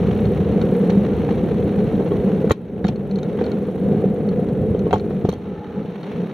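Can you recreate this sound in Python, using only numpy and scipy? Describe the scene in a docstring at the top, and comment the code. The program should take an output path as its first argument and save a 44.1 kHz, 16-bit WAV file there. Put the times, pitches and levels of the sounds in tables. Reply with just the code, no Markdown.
"""A handlebar and the small housing fixed to it hum as a bicycle rolls over rough asphalt: filtered noise.
A low rumble and tyre hiss are noise too; short booms are swelling sines and freewheel ticks are pulsed noise.
Bumps knock through the frame and loose fittings rattle: decaying sines and noise bursts at listed times.
Hard knocks duck a gain control; towards the end hum and rumble grow quieter and a faint narrow drone swells."""
import sys
import numpy as np
from scipy import signal
from scipy.fft import rfft, irfft, next_fast_len
from scipy.io import wavfile
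from scipy.ndimage import uniform_filter1d

SR = 44100
rng = np.random.default_rng(int(sys.argv[2]) if len(sys.argv) > 2 else 0)


def log_audio(samples):
    """Write samples as a 16-bit WAV file to the path given in sys.argv[1]."""
    # one column per channel
    frames = np.atleast_2d(samples).T
    # limit to full scale, then quantise
    limited = np.clip(frames, -1, 1)
    pcm = np.round(limited * 32767).astype(np.int16)
    wavfile.write(sys.argv[1], SR, pcm)


N = 279263
TIME = np.arange(N) / SR   # [s]
SIDES = np.array([[1], [-1]])   # opposite sign on left and right

# Resonances of bar and housing: (frequency [Hz], width [Hz], lift [dB])
HOUSING = [(177.3, 26.8, 8), (203, 14.6, 8.5), (310.4, 7.9, 7), (407, 71, 11.5), (489.7, 63, 7.5),
           (736, 69, 8.5)]


def from_db(db):
    """Amplitude ratio: 20 dB is a factor of ten."""
    return 10 ** (np.asarray(db) / 20)


def rms_one(x):
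    """Normalisation: mean power is the mean square, here scaled to one."""
    return x / np.sqrt(np.mean(x ** 2) + 1e-20)


def in_time(rows):
    """Linear interpolation: each column of a curve becomes an envelope with a value at every sample."""
    s, *columns = np.transpose(rows)
    return [np.interp(TIME, s, c) for c in columns]


def drift(rate):
    """Slow random modulation: low-passed noise of rms 1, its amplitude response halved at rate [Hz]."""
    hz = np.arange(N // 2 + 1) * SR / N
    slow = rfft(rng.standard_normal(N)) / (1 + (hz / rate) ** 4)
    return rms_one(irfft(slow, N))


def stereo_noise(side_db):
    """Partial coherence: white noise common to both sides plus a share of opposite sign."""
    mid, side = rng.standard_normal((2, N))
    return mid + from_db(side_db) * side * SIDES


def coloured(x, spectrum):
    """Spectral shaping: noise is multiplied by a magnitude curve over log frequency; rms 1."""
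    size = next_fast_len(N)
    hz, db = np.transpose(spectrum)
    bins = np.maximum(np.arange(size // 2 + 1) * SR / size, 1)
    gain = from_db(np.interp(np.log(bins), np.log(hz), db))
    return rms_one(irfft(rfft(x, size) * gain, size)[..., :N])


def resonant(x, resonances):
    """Resonance: each lightly damped mode lifts a narrow band and rings on."""
    for hz, width, lift_db in resonances:
        b, a = signal.iirpeak(hz, hz / width, fs=SR)
        x = x + (from_db(lift_db) - 1) * signal.lfilter(b, a, x)
    return x


def struck(modes, t, spread_db, detune):
    """Modal impulse response: a blow excites decaying sines of varied strength, tuning and side lead; peak 1."""
    hz, db, t60, skew = np.transpose(modes)[:, :, None]
    own, side, off = rng.standard_normal((3, len(modes), 1))
    lead = skew * np.sign(side) * SIDES[:, None]
    phase = 2 * np.pi * hz * (1 + detune * off) * t + lead
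    decay = from_db(db + spread_db * own - 60 * t / t60)
    onset = 1 - np.exp(-t * hz.min() * 2 * np.pi)
    out = np.sum(decay * np.sin(phase), axis=1) * onset
    return out / np.abs(out).max()


def crunch(t, low_hz, high_hz, t60):
    """Contact noise: band-limited noise with a brief rise, then an exponential decay."""
    rise_s, side_db = 0.00011, -3.5
    sos = signal.butter(3, [low_hz, min(high_hz, .45 * SR)], "band", fs=SR, output="sos")
    mid, side = signal.sosfilt(sos, rng.standard_normal((2, len(t))))
    noise = rms_one(mid + from_db(side_db) * side * SIDES)
    return noise * from_db(-60 * t / t60) * (1 - np.exp(-t / rise_s))


def add(out, s, sound):
    """Superposition: a short sound is summed in at its time [s]."""
    at = round(s * SR)
    out[:, at:at + sound.shape[-1]] += sound[..., :N - at]


def drone():
    """Narrow-band noise: three bands, each passed twice through a resonator, swell and fade."""
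    # Level of the drone: (time [s], level [dB])
    swell = [(5.3, -55), (5.48, -48.5), (5.62, -43), (5.85, -46.5), (6.0, -72)]
    # Its bands: (frequency [Hz], resonator width [Hz], level [dB])
    bands = [(838, 61, 0), (1295, 210, -7.5), (1780, 80, -15.5)]
    level_db, = in_time(swell)
    out = 0
    for hz, width, db in bands:
        b, a = signal.iirpeak(hz, hz / width, fs=SR)
        once = signal.lfilter(b, a, rng.standard_normal(N))
        out = out + from_db(db) * rms_one(signal.lfilter(b, a, once))
    return from_db(level_db) * rms_one(out)


def freewheel(fine_db, sharpness, uneven_db):
    """Periodic excitation: pawls brush over one tooth after another, at a rate set by the wheel, unevenly."""
    # Speed of the freewheel: (time [s], tick rate [1/s])
    tick_rate = [(.5, 35.5), (1.1, 38), (1.5, 37), (1.7, 24.2), (2.3, 24.8), (3.2, 23.5), (4.9, 23),
                 (5.6, 19)]
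    # How firmly the pawls brush: (time [s], level over the fine hiss [dB])
    firmness = [(0, -2), (1, -2), (2.6, -4.5), (4.6, -1), (5.6, -5)]
    # Spectrum of the brushing: (frequency [Hz], relative density [dB])
    pawl = [(3000, -8.5), (6000, -7), (7800, -2.5), (10500, 4.5), (12000, -5), (15500, -2.5)]
    tooth_at_s = 4.058   # a moment at which a pawl drops over a tooth
    (per_s,), (level_db,) = in_time(tick_rate), in_time(firmness)
    teeth = np.cumsum(per_s) / SR
    turn = 2 * np.pi * (teeth - np.interp(tooth_at_s, TIME, teeth))
    brush = rms_one(np.exp(sharpness * np.cos(turn)))
    level = from_db(fine_db + level_db + uneven_db * drift(20))
    return level * brush * coloured(stereo_noise(side_db=-7.5), pawl)


def tyres(tyre_db, fine_db, grit_db, fine_drift_db):
    """Random excitation: tread on grit excites metal resonances, under a fine hiss with its own level curve."""
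    # Spectra of tread and fine hiss: (frequency [Hz], relative density [dB])
    tread_spectrum = [(30, -18.5), (800, 9), (1100, 3), (1500, 0), (2300, -4), (2800, -5), (3400, -8.5),
                      (3900, -10.5), (4300, -12), (4800, -18), (5400, -21), (6000, -19), (7500, -35.5),
                      (15000, -56)]
    fine_spectrum = [(2000, -24), (5000, 3), (6300, 3), (7800, -1.5), (10000, 4), (15500, 0.5)]
    # Thin rings of the metal parts: (frequency [Hz], width [Hz], lift [dB])
    metal = [(2300, 41, 3), (3110, 22, 2.5), (3787, 43, 6), (4200, 37, 6)]
    left_lean_db = 4   # left over right, in the fine hiss
    grit = from_db(grit_db * drift(96))
    tread = coloured(stereo_noise(side_db=-9.0) * grit, tread_spectrum)
    fine = coloured(stereo_noise(side_db=-5.0), fine_spectrum) * from_db(left_lean_db * SIDES / 2)
    fine_level = from_db(fine_db + fine_drift_db * drift(7))
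    return from_db(tyre_db) * resonant(tread, metal) + fine_level * fine


def tap(t, ring_db, bright_db, zing_hz, rasp_db, zing_db, edge_db):
    """Impact of small parts: modes ring, contact rasps, and a brighter touch adds more high overtones and edge."""
    # Modes of the fittings: (frequency [Hz], level [dB], t60 [s], phase lead or lag of each side [rad])
    fittings = [(1396, -3, 0.036, 0.31), (2300, -9.5, 0.037, 0.22), (3150, -11, 0.032, 0.36),
                (3810, -4.5, 0.028, 0.41), (4230, .5, 0.024, 0.25)]
    half_width_hz = 840 / 2   # half the spread of the high overtones
    edge_growth = 1.8   # dB of sharp edge per dB of brightness
    ring = from_db(ring_db) * struck(fittings, t, spread_db=3.5, detune=.02)
    rasp = from_db(rasp_db) * crunch(t, low_hz=1570, high_hz=4460, t60=0.041)
    overtones = crunch(t, low_hz=zing_hz - half_width_hz, high_hz=zing_hz + half_width_hz, t60=0.012)
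    zing = from_db(bright_db + zing_db) * overtones
    edge = from_db(edge_db + edge_growth * bright_db) * crunch(t, low_hz=8900, high_hz=13500, t60=0.008)
    return ring + rasp + zing + edge


def rattle():
    """Inelastic rebound: a loose fitting thrown against the bar taps, then bounces once, more softly."""
    # Throws: (time [s], level [dB], ring [dB], brightness [dB], overtone pitch [Hz])
    throws = [(.2544, -38, 3, -17, 6300), (0.615, -38, 10.5, -8, 6300), (.901, -26.5, -3, -16, 6000),
              (2.4985, -34, 9, -5, 6600), (2.5157, -19.5, 0, -5, 6500), (2.5195, -19, 10.5, -2, 6650),
              (2.8433, -38, 10, -17, 5800), (2.848, -32.5, 9, -14, 5800), (2.8675, -31.5, 9, -9, 6400),
              (2.881, -29, 9, -9, 6200), (2.885, -18, -7, -12, 5600), (2.959, -42, 8, -9, 6300),
              (3.112, -42, 11.5, -12, 6300), (3.158, -38.5, 9.5, -14, 6200), (3.187, -38, 7.5, -11, 6400),
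              (3.231, -38, 10.5, -7, 6100), (3.441, -39, 9.5, -16, 6300), (3.464, -42, 12, -18, 6300),
              (3.517, -39, 11, -10, 6400), (4.289, -39, 5.5, -11, 6300), (4.792, -39.5, 3, -8.5, 6200),
              (4.908, -38.5, 6, -19, 6200), (4.929, -30, -3, -11, 6300), (4.939, -37.5, 8, 0, 7000),
              (4.956, -41, 5, -10, 5900), (4.981, -39, -3, -9, 6300), (4.997, -38.5, 7, -14, 6300),
              (5.251, -46, -7, -8, 6200), (5.2912, -41, 15.5, 3, 6070), (5.3, -49, 4, 2, 6200),
              (5.316, -45, 10, -14, 6000), (5.3255, -49, 8, 2.5, 6070), (5.3375, -49, 11, 1, 6100),
              (6.031, -43.5, 9, -22, 6000)]
    bounce_s, bounce_loss_db = 0.0077, 19
    out, t = np.zeros((2, N)), TIME[:SR // 10]
    for s, db, ring_db, bright_db, zing_hz in throws:
        for delay_s, loss_db in ((0, 0), (bounce_s, bounce_loss_db)):
            touch = tap(t, ring_db, bright_db, zing_hz, rasp_db=-5.5, zing_db=6.5, edge_db=-1.5)
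            add(out, s + delay_s, from_db(db - loss_db) * touch)
    return out


def thud(t, hz, cycles, housing_share):
    """Damped oscillation: a soft push of a cycle or two, partly filtered by housing resonances; peak 1."""
    turns = t * hz
    push = turns ** 2 * np.exp(-2 * turns / cycles) * np.sin(2 * np.pi * turns)
    push = push + housing_share * (resonant(push, HOUSING) - push)
    return push / np.abs(push).max()


def bumps(cycles, shiver_db, crunch_octaves):
    """Impulsive excitation: at a seam or cover tyre thuds and crunches, bar heaves, frame and small parts ring."""
    # Jolts: (time [s], thud [dB], thud pitch [Hz], frame ring [dB], crunch [dB], crunch pitch [Hz])
    jolts = [(0.8962, -12, 450, -19, -26, 1450), (1.289, -32, 850, -19.5, -30, 1600),
             (2.007, -7, 438, -21.5, -38, 900), (2.118, -8, 408, -21, -48, 900),
             (2.443, -5.5, 416, -32, -40, 900), (2.4958, -19, 195, -20.5, -25, 1200),
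             (2.508, -3.5, 515, -2.5, -13, 820), (2.510, -4.5, 640, -8.5, -30, 2100),
             (2.516, -3, 330, -11.5, -20, 850), (2.779, -27, 300, -33, -41, 2200),
             (2.8426, -5.5, 200, -25, -20.5, 1450), (2.848, -2.5, 187, -11.5, -24.5, 1450),
             (2.888, -9, 327, -20, -26, 750), (3.388, -24, 455, -22, -35, 1500),
             (3.412, -12, 460, -17.5, -35, 1600), (3.685, -14, 450, -27, -39.5, 900),
             (4.04, -7.5, 428, -26.5, -39.5, 2020), (4.393, -9, 393, -34, -47, 900),
             (4.748, -7.5, 393, -24.5, -44, 900), (4.866, -9, 436, -23.5, -37, 900),
             (4.909, -22, 300, -18, -31, 2070), (4.9294, -26, 840, -5.5, -22, 1100),
             (4.9345, -2.5, 598, -5.5, -28, 2170), (4.94, -7.5, 260, -20, -23, 890),
             (4.959, -17, 198, -17, -30, 1100), (5.107, -13.5, 447, -28, -37, 1420),
             (5.2431, -7.5, 127.3, -35, -43, 800), (5.2498, -4, 297, -16, -26, 1070),
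             (5.2855, -10.5, 136, -35, -54, 900), (5.2878, -7.5, 436, -23, -25, 910),
             (5.329, -16.5, 325, -24.5, -35, 700)]
    # Modes of the frame: (frequency [Hz], level [dB], t60 [s], phase lead or lag of each side [rad])
    frame = [(750, 19, 0.038, 0.3), (880, 2, 0.069, 0.35), (1072, -2.5, 0.086, 0.64),
             (1158, -3.5, 0.04, .6), (1974, -16, 0.06, 0.6), (3180, -13.5, 0.059, 0.68)]
    heave_hz, heave_db = 98, 5.5   # the level is over the crunch
    out, t = np.zeros((2, N)), TIME[:SR // 4]
    reach = 2 ** (crunch_octaves / 2)
    for s, thud_db, thud_hz, ring_db, crunch_db, crunch_hz in jolts:
        push = from_db(thud_db) * thud(t, thud_hz, cycles, housing_share=0.94)
        heave = from_db(heave_db) * thud(t, heave_hz, cycles, housing_share=0)
        ring = from_db(ring_db) * struck(frame, t, spread_db=8, detune=0.022)
        contact = crunch(t, low_hz=crunch_hz / reach, high_hz=crunch_hz * reach, t60=0.034)
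        shiver = from_db(shiver_db) * crunch(t, low_hz=900, high_hz=4320, t60=0.15)
        add(out, s, push + ring + from_db(crunch_db) * (heave + contact + shiver))
    return out


def booms():
    """Driven resonance: the road works the bar's lowest mode into short swells of wavering pitch."""
    # Swells: (time of the peak [s], level [dB], pitch [Hz])
    swells = [(.97, -9, 198), (2.345, -15.5, 190), (3.135, -18, 197), (3.9, -15, 201), (6.21, -22, 172)]
    half_length_s = 0.042   # from the peak down to 1/e
    waver_hz = 4.94 * drift(17)
    out = 0
    for s, db, hz in swells:
        swell = np.exp(-((TIME - s) / half_length_s) ** 2)
        phase = 2 * np.pi * np.cumsum(hz + waver_hz) / SR
        out = out + from_db(db) * swell * np.sin(phase)
    return out


def road(rumble_db, hum_db, grain_db, lumpy_db, sway_db):
    """Forced vibration: asphalt grains shake and sway the bar in clumps; longer surface waves rumble."""
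    # Spectra of shaking, sideways sway and rumble: (frequency [Hz], relative density [dB])
    shake_spectrum = [(25, -49), (100, -16), (145, 2.5), (250, 1), (350, -8), (500, -8), (600, -14),
                      (800, -23), (1100, -29), (2000, -33.5), (5000, -61.5)]
    sway_spectrum = [(60, -15), (140, 8.5), (200, 5), (280, -3), (450, -3.5), (530, -3), (600, 3.5),
                     (690, -7.5), (820, -22.5), (1150, -19.5), (2000, -35), (5000, -45.5)]
    rumble_spectrum = [(15, -38.5), (30, -27), (50, -9), (80, 0.5), (120, 2), (160, -0.5), (260, -20),
                       (600, -69)]
    grains = from_db(grain_db * drift(90))
    shake, sideways = rng.standard_normal((2, N)) * grains
    hum = rms_one(resonant(coloured(shake, shake_spectrum), HOUSING))
    sway = from_db(sway_db) * coloured(sideways, sway_spectrum) * SIDES
    lumps = from_db(lumpy_db * drift(50))
    rumble = coloured(stereo_noise(side_db=-17.0) * lumps, rumble_spectrum)
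    return from_db(hum_db) * (hum + sway) + from_db(rumble_db) * rumble


def scene():
    """Linear superposition: rolling noise, knocks and rattle sum as pressures."""
    # How hard the asphalt shakes the handlebar: (time [s], hum [dB])
    roughness = [(0, -19.5), (.25, -18.5), (.44, -19), (.6, -16), (.85, -16.5), (1.06, -18.5), (2.4, -18),
                 (2.64, -22.5), (2.86, -16), (3.04, -20.5), (3.34, -21.5), (3.52, -19), (3.73, -24.5),
                 (3.87, -16.5), (4.15, -20), (4.8, -20), (5.2, -24), (5.39, -31), (5.5, -26.5), (5.64, -32),
                 (5.79, -25), (5.94, -31.5), (6.18, -24), (6.32, -27.5)]
    # Longer waves in the surface: (time [s], rumble [dB])
    unevenness = [(0, -22), (.62, -25), (.85, -37), (1, -26), (1.7, -26.5), (2.35, -29.5), (2.75, -32),
                  (2.88, -20), (3.3, -35.5), (3.7, -35.5), (3.98, -23.5), (4.15, -34.5), (4.4, -27),
                  (4.9, -28), (5.28, -34), (5.42, -40), (5.92, -43), (6.05, -56), (6.13, -39), (6.32, -48)]
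    # Rolling: (time [s], tyre hiss ahead of the metal resonances [dB], fine hiss [dB])
    hiss = [(0, -37, -65), (.27, -39.5, -62), (.47, -38.5, -67), (.76, -39.5, -61), (1.1, -39, -65.5),
            (1.75, -40.5, -64.5), (2.4, -41.5, -64), (2.7, -45.5, -67.5), (3.3, -45.5, -68),
            (3.42, -40.5, -67.5), (3.72, -46, -66.5), (4, -45, -68), (4.7, -47, -69.5), (5.15, -46.5, -68),
            (5.55, -47, -74.5), (5.93, -45, -72), (6.1, -39.5, -69), (6.32, -42, -70)]
    (hum_db,), (rumble_db,), (tyre_db, fine_db) = in_time(roughness), in_time(unevenness), in_time(hiss)
    rolling = road(rumble_db, hum_db, grain_db=1.14, lumpy_db=3.0, sway_db=-20.0)
    rolling = rolling + tyres(tyre_db, fine_db, grit_db=2.5, fine_drift_db=-0.1)
    steady = rolling + booms() + freewheel(fine_db, sharpness=4.3, uneven_db=1.5) + drone()
    return steady + bumps(cycles=0.56, shiver_db=-16, crunch_octaves=0.89) + rattle()


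def gain_control(x):
    """Dynamic compression: a peak or treble burst over the limit cuts the gain; it recovers at a steady rate."""
    limit_db, recovery_db_per_s, attack_s = -2, 13.5, 0.0015
    sense_hz, sense_db = 7820, 36.5   # treble above this weighs more
    treble = signal.sosfilt(signal.butter(2, sense_hz, "high", fs=SR, output="sos"), x)
    power = uniform_filter1d(np.mean(treble ** 2, axis=0), size=133)   # over 3 ms
    burst = np.sqrt(np.abs(power))
    sensed = np.maximum(np.abs(x).max(axis=0), from_db(sense_db) * burst)
    over_db = np.maximum(20 * np.log10(sensed + 1e-9) - limit_db, 0)
    # a running maximum along a rising ramp lets each cut shrink linearly
    creep_db = recovery_db_per_s * TIME
    cut_db = np.maximum.accumulate(over_db + creep_db) - creep_db
    keep = np.exp(-1 / (attack_s * SR))
    return x * from_db(-signal.lfilter([1 - keep], [1, -keep], cut_db))


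def record(dry):
    """Transducer response: the microphone port hollows a band, gain ducks, peaks saturate, the top is cut."""
    dip_hz, dip_width_hz, dip_db = 4856, 1030, -11.5
    ceiling, cutoff_hz = .84, 15750
    heard = resonant(dry, [(dip_hz, dip_width_hz, dip_db)])   # a negative lift is a dip
    ducked = gain_control(heard)
    rounded = ducked / (1 + (ducked / ceiling) ** 10) ** .1
    return signal.sosfilt(signal.ellip(10, .1, 90, cutoff_hz, fs=SR, output="sos"), rounded)


dry = scene()
out = record(dry)
log_audio(out)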